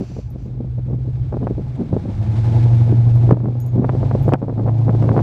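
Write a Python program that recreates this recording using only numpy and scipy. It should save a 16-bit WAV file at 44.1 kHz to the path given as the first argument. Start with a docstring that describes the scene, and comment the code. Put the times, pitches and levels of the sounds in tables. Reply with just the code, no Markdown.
"""Open car pulling away

An open car with an eight-cylinder engine pulls away down a quiet street; the microphone rides in the back.
The exhaust booms and throbs as tones on the engine cycle, with pulsed noise for growl and hiss.
Gusts rumble and flutter as dull noise and pop as short pulses on the microphone. A dog huffs (noise through
resonances), its collar tags clink (ringing modes and ticks) and a far bird chirps (gliding sines)."""
import sys
import numpy as np
from scipy import signal
from scipy.fft import rfft, irfft, next_fast_len
from scipy.io import wavfile

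SR = 44100
rng = np.random.default_rng(int(sys.argv[2]) if len(sys.argv) > 2 else 0)


def convert_level_to_amplitude(level_db):
    """Map a level in decibels to its linear amplitude factor."""
    exponent = np.asarray(level_db, float) / 20
    return 10 ** exponent


def materialize(psi):
    """Save the field psi as 16-bit PCM at rate SR to the path in sys.argv[1].

    A 1-D psi becomes a single channel; in a 2-D psi each row is a channel.
    """
    bounded = np.clip(np.atleast_2d(psi).T, -1, 1)
    quanta = np.round(bounded * 32767).astype(np.int16)
    wavfile.write(sys.argv[1], SR, quanta)


N = 230241


def rms_one(x):
    """Scale to rms 1."""
    return x / np.sqrt(np.mean(x ** 2) + 1e-20)


def in_time(rows):
    """Each column of a table, after its time column, as a curve over all samples."""
    s, *columns = np.transpose(rows)
    return [np.interp(np.arange(N) / SR, s, c) for c in columns]


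def drift(rate_hz):
    """Random wander of spread 1: noise through two equal low-pass poles at the given rate."""
    hop = 40   # samples between computed points
    r = np.exp(-2 * np.pi * rate_hz * hop / SR)
    settle = 2000
    noise = rng.standard_normal(N // hop + settle + 2)
    slow = signal.lfilter([1], [1, -2 * r, r * r], noise)[settle:]
    return np.interp(np.arange(N) / hop, np.arange(len(slow)), rms_one(slow - slow.mean()))


def coloured(spectrum):
    """Noise with the given spectrum, falling steeply past its last point; rms 1."""
    hz, level_db = np.transpose(spectrum)
    size = next_fast_len(N)
    grid = np.arange(size // 2 + 1) * SR / size + 1
    shape = convert_level_to_amplitude(np.interp(np.log(grid), np.log(hz), level_db, left=-90))
    shape *= np.minimum(1, hz[-1] / grid) ** 4
    return rms_one(irfft(rfft(rng.standard_normal(size)) * shape, size)[:N])


# whistles of a far bird: (start [s], length [s], from [Hz], to [Hz], peak level [dB])
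BIRD_CHIRPS = [(1.205, 0.03, 3300, 2940, -61), (1.418, 0.058, 2920, 3160, -63)]


def bird():
    """Short gliding whistles: sines under a smooth rise and fall."""
    out = np.zeros(N)
    for s, length, from_hz, to_hz, level_db in BIRD_CHIRPS:
        size, at = round(length * SR), round(s * SR)
        turns = np.cumsum(np.linspace(from_hz, to_hz, size)) / SR
        out[at:at + size] += convert_level_to_amplitude(level_db) * np.hanning(size) * np.sin(2 * np.pi * turns)
    return out


# resonances of the dog's snout: (centre [Hz], width [Hz], relative level [dB])
SNOUT_RESONANCES = [(2560, 330, 2), (4580, 600, 0), (5940, 480, 1), (7400, 400, -5.5), (11000, 600, -17.5)]
# breaths of the dog: (start of hold [s], length of hold [s], rms level [dB], fade after it [dB/s])
DOG_HUFFS = [(-.03, .23, -57.5, 148.5), (0.388, 0.076, -66.5, 498)]


def huffs():
    """Breath noise through the resonances of the snout: quick rise, hold, fade."""
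    attack_db_per_s = 600
    air, out, t = rng.standard_normal(N), np.zeros(N), np.arange(N) / SR
    for k, (hz, width_hz, level_db) in enumerate(SNOUT_RESONANCES):
        r = np.exp(-np.pi * width_hz / SR)
        poles = [1, -2 * r * np.cos(2 * np.pi * hz / SR), r * r]
        out += (-1) ** k * convert_level_to_amplitude(level_db) * signal.lfilter([1 - r * r, 0, r * r - 1], poles, air)
    breath = np.zeros(N)
    for s, length, level_db, fade in DOG_HUFFS:
        rise_db = attack_db_per_s * np.maximum(s - t, 0)
        fade_db = fade * np.maximum(t - s - length, 0)
        breath += convert_level_to_amplitude(level_db - rise_db - fade_db)
    return breath * rms_one(out)


# touches of the collar tags: (time [s], strength [dB], trim of the modes below 8 kHz [dB])
TAG_CLINKS = [(0.303, -50.5, -20), (0.425, -65, -1), (0.4569, -67, 0.5), (2.7472, -53.5, -6),
              (2.7702, -69, -0.5), (3.1546, -47, -23), (3.6018, -32, -6.5), (3.6634, -39, -7.5),
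              (4.2271, -43, -12), (4.2846, -48, -25)]
# ringing modes of the tags, one column each: (pitch [Hz])
TAG_MODE_HZ = [6695, 6715, 11968, 14670, 11981, 6115]
# the same modes: (time to fall by 60 dB [s])
TAG_MODE_T60 = [.25, .25, .13, .13, .11, 0.076]
# the same modes: (relative level [dB])
TAG_MODE_DB = [-5, -2.5, -5, -23, -4.5, -6.5]


def tags():
    """Two metal tags touch: a noisy tick and decaying modes, some in close pairs that beat."""
    s, strength_db, lower_db = np.transpose(TAG_CLINKS)
    at, out = np.round(s * SR).astype(int), np.zeros(N)
    luck_db = rng.normal(0, 1.5, (len(at), len(TAG_MODE_HZ)))
    for k, (hz, level_db, t60) in enumerate(zip(TAG_MODE_HZ, TAG_MODE_DB, TAG_MODE_T60)):
        r, w = convert_level_to_amplitude(-60 / (t60 * SR)), 2 * np.pi * hz / SR
        clicks = np.zeros(N) + 1e-18
        trim_db = lower_db * (hz < 8000)
        # modes are struck with alternating signs
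        clicks[at] = (-1) ** k * convert_level_to_amplitude(strength_db + level_db - 7 + trim_db + luck_db[:, k])
        out += signal.lfilter([0, np.sin(w)], [1, -2 * r * np.cos(w), r * r], clicks)
    ticks = np.zeros(N)
    ticks[at] = convert_level_to_amplitude(strength_db + 1)
    ticks = signal.lfilter([1], [1, -.985], ticks) * rng.standard_normal(N)
    tick_band = signal.butter(2, [6000, 12500], "band", fs=SR, output="sos")
    return out + signal.sosfilt(tick_band, ticks)


# colour of the wind's rumble: (frequency [Hz], relative density [dB])
RUMBLE_SPECTRUM = [(18, -34), (30, 9), (50, 20), (80, 20), (150, 16), (250, -46)]


def rumble(level_db):
    """Steady airflow presses on the microphone: deep noise with a wandering level."""
    return convert_level_to_amplitude(level_db + 1.3 * drift(6.5)) * coloured(RUMBLE_SPECTRUM)


# colour of the wind's flutter: (frequency [Hz], relative density [dB])
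FLUTTER_SPECTRUM = [(60, -16.5), (120, 6), (250, 0.5), (450, -11), (800, -25), (1500, -45), (3000, -72)]
# gusts over the microphone port, also used by scattered_eddies:
# (time of peak [s], flutter level [dB], half length, to 1/e [s])
WIND_GUSTS = [(0.018, -28.5, .02), (0.114, -31, .015), (0.186, -30, 0.024), (0.343, -37, 0.024),
              (0.481, -31.5, 0.026), (0.613, -28, 0.034), (0.792, -33, .015), (0.925, -25.5, .04),
              (1.074, -31, .02), (1.343, -24.5, 0.019), (1.436, -21.5, 0.024), (1.509, -27, 0.0317),
              (1.592, -29.5, 0.024), (1.815, -24, 0.031), (1.937, -20.5, .035), (2.074, -24.5, 0.032),
              (2.53, -27, 0.057), (2.917, -26.5, 0.043), (3.323, -9.5, 0.022), (3.466, -19, .06),
              (3.801, -12, 0.048), (3.954, -15.5, 0.024), (4.034, -20, 0.025), (4.15, -20, 0.024),
              (4.271, -17.5, 0.03), (4.34, -13, .02), (4.431, -19, .02), (4.491, -20, 0.017),
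              (4.605, -17, 0.029), (4.684, -17, .03), (4.888, -20, 0.023), (5.054, -21.5, 0.038),
              (5.11, -22.5, 0.034), (5.173, -18.5, 0.029)]


def flutter(steady_db):
    """Dull noise in quick lumps; each gust swells it in a bell shape."""
    t = np.arange(0, N / SR + .001, .001)
    bells = sum(convert_level_to_amplitude(db) * np.exp(-((t - s) / half_s) ** 2) for s, db, half_s in WIND_GUSTS)
    swell = convert_level_to_amplitude(steady_db) + np.interp(np.arange(N) / SR, t, bells)
    lumps_db = 6.65 * np.tanh(0.9 * drift(31))
    return swell * rms_one(coloured(FLUTTER_SPECTRUM) * convert_level_to_amplitude(lumps_db))


def scattered_eddies():
    """Every gust scatters four chance pops about its peak; stronger gusts tend to give brighter ones."""
    s, gust_db, half_s = np.repeat(WIND_GUSTS, 4, axis=0).T
    when, size, pitch = rng.standard_normal((len(s), 3)).T
    pop_s = np.clip(s + half_s * np.tanh(when), 0, (N - 1) / SR)
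    peak_db = gust_db + 4.5 - 8 * np.abs(size)
    centre_hz = 500 * convert_level_to_amplitude(pitch + 0.17 * (gust_db + 22))   # 20 dB is a factor of ten in pitch
    return np.transpose([pop_s, peak_db, centre_hz])


def wind_pops(pops):
    """Each eddy is a short pressure pulse of chance shape, doubled by a weaker one some 4 ms away."""
    span = 2048   # samples in a pulse, and the margin at either end
    out = np.zeros(N + 2 * span)
    hz = np.fft.rfftfreq(span, 1 / SR) + 1
    luck = rng.standard_normal((len(pops), span // 2 + 3))
    for (s, peak_db, centre_hz), (turn, spacing, *wander) in zip(pops, luck):
        centre_hz = centre_hz * convert_level_to_amplitude(0.5 * max(peak_db + 3.5, 0))   # the hardest pops crack brighter
        ratio = hz / (0.91 * centre_hz)
        fall = 4.35 * (550 / centre_hz) ** .5   # high pops fall off more gently into the treble
        phase = np.pi * turn + np.log(ratio) + 0.24 * np.cumsum(wander)
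        shape = ratio ** 0.57 / (1 + ratio ** fall) / (1 + (ratio / 4.63) ** 3.7)
        pair = 1 + 0.59 * np.exp(-2j * np.pi * hz * (0.003934 + 0.0018 * spacing))
        pulse = np.fft.fftshift(irfft(shape * pair * np.exp(1j * phase))) * np.hanning(span) ** 2
        at = span + round(s * SR) - span // 2
        out[at:at + span] += convert_level_to_amplitude(peak_db) * pulse / np.abs(pulse).max()
    return out[span:span + N]


# pops of the wind on the microphone port, faint to very loud, timed one by one:
# (time [s], peak level [dB], nominal centre [Hz])
TIMED_POPS = [(0.011, -18.5, 465), (0.167, -24.5, 566), (0.191, -20, 446), (0.36, -24.5, 500),
              (0.606, -13.5, 426), (0.786, -24.5, 557), (0.91, -21.5, 470), (1.33, -14.5, 583),
              (1.342, -16.5, 650), (1.37, -13.5, 563), (1.43, -18, 585), (1.471, -8.5, 730),
              (1.51, -9.5, 450), (1.582, -16, 473), (1.596, -18, 450), (1.93, -10, 496), (1.967, -6, 500),
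              (2.058, -18, 530), (2.926, -11.5, 454), (3.277, -20.5, 480), (3.293, -12.5, 662),
              (3.312, -1, 543), (3.371, -6.5, 587), (3.404, -16, 694), (3.458, -10, 724),
              (3.485, -10.5, 554), (3.555, -14, 558), (3.757, -19, 605), (3.782, -8, 500),
              (3.834, -13.5, 705), (3.846, -1, 616), (3.894, -3.5, 847), (3.952, -5, 547),
              (4.031, -8.5, 642), (4.113, -8.5, 770), (4.151, -6, 550), (4.281, -2, 473),
              (4.323, -5.5, 708), (4.292, -12.5, 800), (4.337, 1, 690), (4.344, -6, 805), (4.356, -15, 800),
              (4.428, -8.5, 613), (4.439, -10.5, 540), (4.483, -8, 583), (4.497, -12.5, 700),
              (4.527, -11, 500), (4.596, -9.5, 636), (4.667, -17, 650), (4.678, -6, 600),
              (4.686, -12.5, 800), (4.695, -7, 595), (4.882, -6.5, 600), (4.894, -10, 777),
              (4.95, -11, 575), (5.026, -14.5, 780), (5.042, -14, 680), (5.092, -10.5, 835),
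              (5.117, -10, 745), (5.146, -14.5, 566), (5.166, -5, 700), (5.179, -5.5, 704),
              (5.192, -7.5, 790), (5.205, -10, 600)]
# steady airflow over the port: (time [s], rumble level [dB], flutter level [dB])
STEADY_AIRFLOW = [(0, -31.5, -42.5), (1.1, -32, -38), (1.55, -26.5, -40.5), (1.75, -31, -35.5),
                  (2.2, -30.5, -39.5), (2.65, -27.5, -42), (3.35, -27.5, -28), (4.25, -25.5, -37),
                  (4.45, -32.5, -35.5), (4.8, -24.5, -30), (5.22, -33, -24.5)]


def wind():
    """Moving air on the microphone: rumble, flutter, and both timed and scattered pops."""
    rumble_db, flutter_db = in_time(STEADY_AIRFLOW)
    pops = wind_pops(TIMED_POPS) + wind_pops(scattered_eddies())
    return rumble(rumble_db) + flutter(flutter_db) + pops


def pipe(x, echo):
    """Sound runs up and down the exhaust pipe: two echoes give evenly spaced resonances; rms 1."""
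    lag = round(SR / 169)   # resonances about 169 Hz apart
    return rms_one(x + echo * np.roll(x, lag) + echo ** 2 * np.roll(x, 2 * lag))


# colour of the tyre and intake hiss: (frequency [Hz], relative density [dB])
HISS_SPECTRUM = [(700, -12), (1100, 2.5), (1700, 0), (1880, -3.5), (2150, -0.5), (2880, -6.5), (3570, -5.5),
                 (4200, -7.5), (8400, -19.5), (15000, -39.5)]


def hiss(cycle, level_db):
    """Smooth bright noise, lightly pulsed by the firings."""
    beat_db = 0.7 * np.cos(2 * np.pi * 8 * cycle)
    return convert_level_to_amplitude(level_db) * pipe(coloured(HISS_SPECTRUM) * convert_level_to_amplitude(beat_db + 1.2 * drift(30)), echo=0.12)


# colour of the growl: (frequency [Hz], relative density [dB])
GROWL_SPECTRUM = [(120, -33), (180, -7.5), (275, -11.5), (332, -7.5), (400, -17), (830, -17), (950, -25),
                  (1300, -41), (1700, -65)]


def growl(cycle, level_db):
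    """Gas noise in the pipes swells once a cycle and puffs at each firing."""
    beat_db = 2.2 * np.cos(2 * np.pi * cycle) + 2.7 * np.cos(2 * np.pi * 8 * cycle)
    return convert_level_to_amplitude(level_db) * pipe(coloured(GROWL_SPECTRUM) * convert_level_to_amplitude(beat_db + 1.7 * drift(29)), echo=0.28)


# exhaust tones, before boom and load: (multiple of the four-stroke cycle rate,
# level rolling slowly [dB], level pulling [dB], signed weight)
EXHAUST_TONES = [(4, -12, -1.5, 0.9), (6, -4.5, -0.5, 0.19), (8, 5, 2.5, 0.94), (9, -22, -26.5, 1),
                 (10, -19.5, 2, 0.98), (11, -7, -2.5, 0.69), (12, -18.5, -22, 0.54), (14, -9.5, -13, -1.5),
                 (16, 0.5, -9, 0.96), (20, -13, 2.5, 1)]


def exhaust(cycle, firing_hz, pull, load_db):
    """Uneven firing gives wavering tones on the cycle rate; the tailpipe lifts any that cross its boom."""
    boom_hz, boom_width_hz, boom_skirt_db = 119.4, 9.44, -28.5
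    out = np.zeros(N)
    for order, slow_db, pulling_db, weight in EXHAUST_TONES:
        off = (order * firing_hz / 8 - boom_hz) / (boom_width_hz / 2)
        boom = np.sqrt(1 / (1 + off ** 2) + convert_level_to_amplitude(2 * boom_skirt_db))
        level_db = slow_db + pull * (pulling_db - slow_db) + 1.33 * drift(2.6)
        out += weight * boom * convert_level_to_amplitude(level_db) * np.cos(2 * np.pi * order * cycle)
    return np.sqrt(2) * convert_level_to_amplitude(load_db) * out


# engine speed: (time [s], firing rate [1/s])
ENGINE_SPEED = [(0.0, 62.0), (0.3, 64.1), (0.72, 61.2), (1.05, 63.3), (1.3, 63.9), (1.65, 70.3),
                (1.98, 74.3), (2.15, 79.7), (2.42, 90.4), (2.62, 94.0), (3.1, 93.8), (3.5, 96.7),
                (3.77, 97.9), (4.2, 105.5), (4.6, 111.8), (4.85, 113.4), (5.22, 113.1)]
# effort of the car: (time [s], exhaust load [dB], tyre and intake hiss [dB])
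CAR_LEVELS = [(0, -28, -56), (0.25, -26.5, -63), (0.5, -23, -63.5), (0.8, -20, -63), (1.25, -17, -59.5),
              (1.5, -24.5, -58), (1.9, -16, -55), (2.15, -13, -51.5), (2.4, -14.5, -47.5), (2.6, -9, -45.5),
              (2.9, -13.5, -50), (3.35, -12, -50.5), (3.7, -14.5, -53), (4, -9, -47.5), (4.25, -9.5, -51.5),
              (4.4, -14.5, -55), (4.65, -11, -51), (4.9, -9, -51), (5.22, -13, -49)]


def car():
    """One engine cycle of eight firings drives exhaust, growl and hiss; growl gains on hiss with speed."""
    slow_hz, pulling_hz = 71.4, 80   # firing rates between which the tone pattern changes
    firing_hz = in_time(ENGINE_SPEED)[0]
    cycle = -0.3 + np.cumsum(firing_hz / 8) / SR   # in turns
    pull = np.clip((firing_hz - slow_hz) / (pulling_hz - slow_hz), 0, 1)
    load_db, hiss_db = in_time(CAR_LEVELS)
    growl_db = hiss_db + 12 + 0.2225 * (firing_hz - slow_hz)
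    return exhaust(cycle, firing_hz, pull, load_db) + growl(cycle, growl_db) + hiss(cycle, hiss_db)


def scene():
    """All sources meet in the open air, without a room."""
    return (bird() + huffs() + tags() + wind() + car())[None]


def roll_off(x):
    """The treble ends steeply here."""
    return signal.sosfilt(signal.butter(12, 15820, fs=SR, output="sos"), x)


def record(dry):
    """Faint microphone hiss; peaks over the limit pull the gain down, it creeps back; the rest clips."""
    limit_db, recovery_db_per_s, mic_noise_db = -3.5, 11.5, -84.5
    over_db = np.maximum(20 * np.log10(np.abs(dry[0]) + 1e-9) - limit_db, 0)
    ramp = recovery_db_per_s * np.arange(N) / SR
    held_db = np.maximum.accumulate(over_db + ramp) - ramp
    cut_db = signal.lfilter([.004], [1, .004 - 1], held_db)   # the gain takes some 6 ms to follow
    noisy = dry + convert_level_to_amplitude(mic_noise_db) * rng.standard_normal(N)
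    mix = np.clip(noisy * convert_level_to_amplitude(-cut_db), -1, 1)
    return roll_off(mix)


dry = scene()
out = record(dry)
materialize(out)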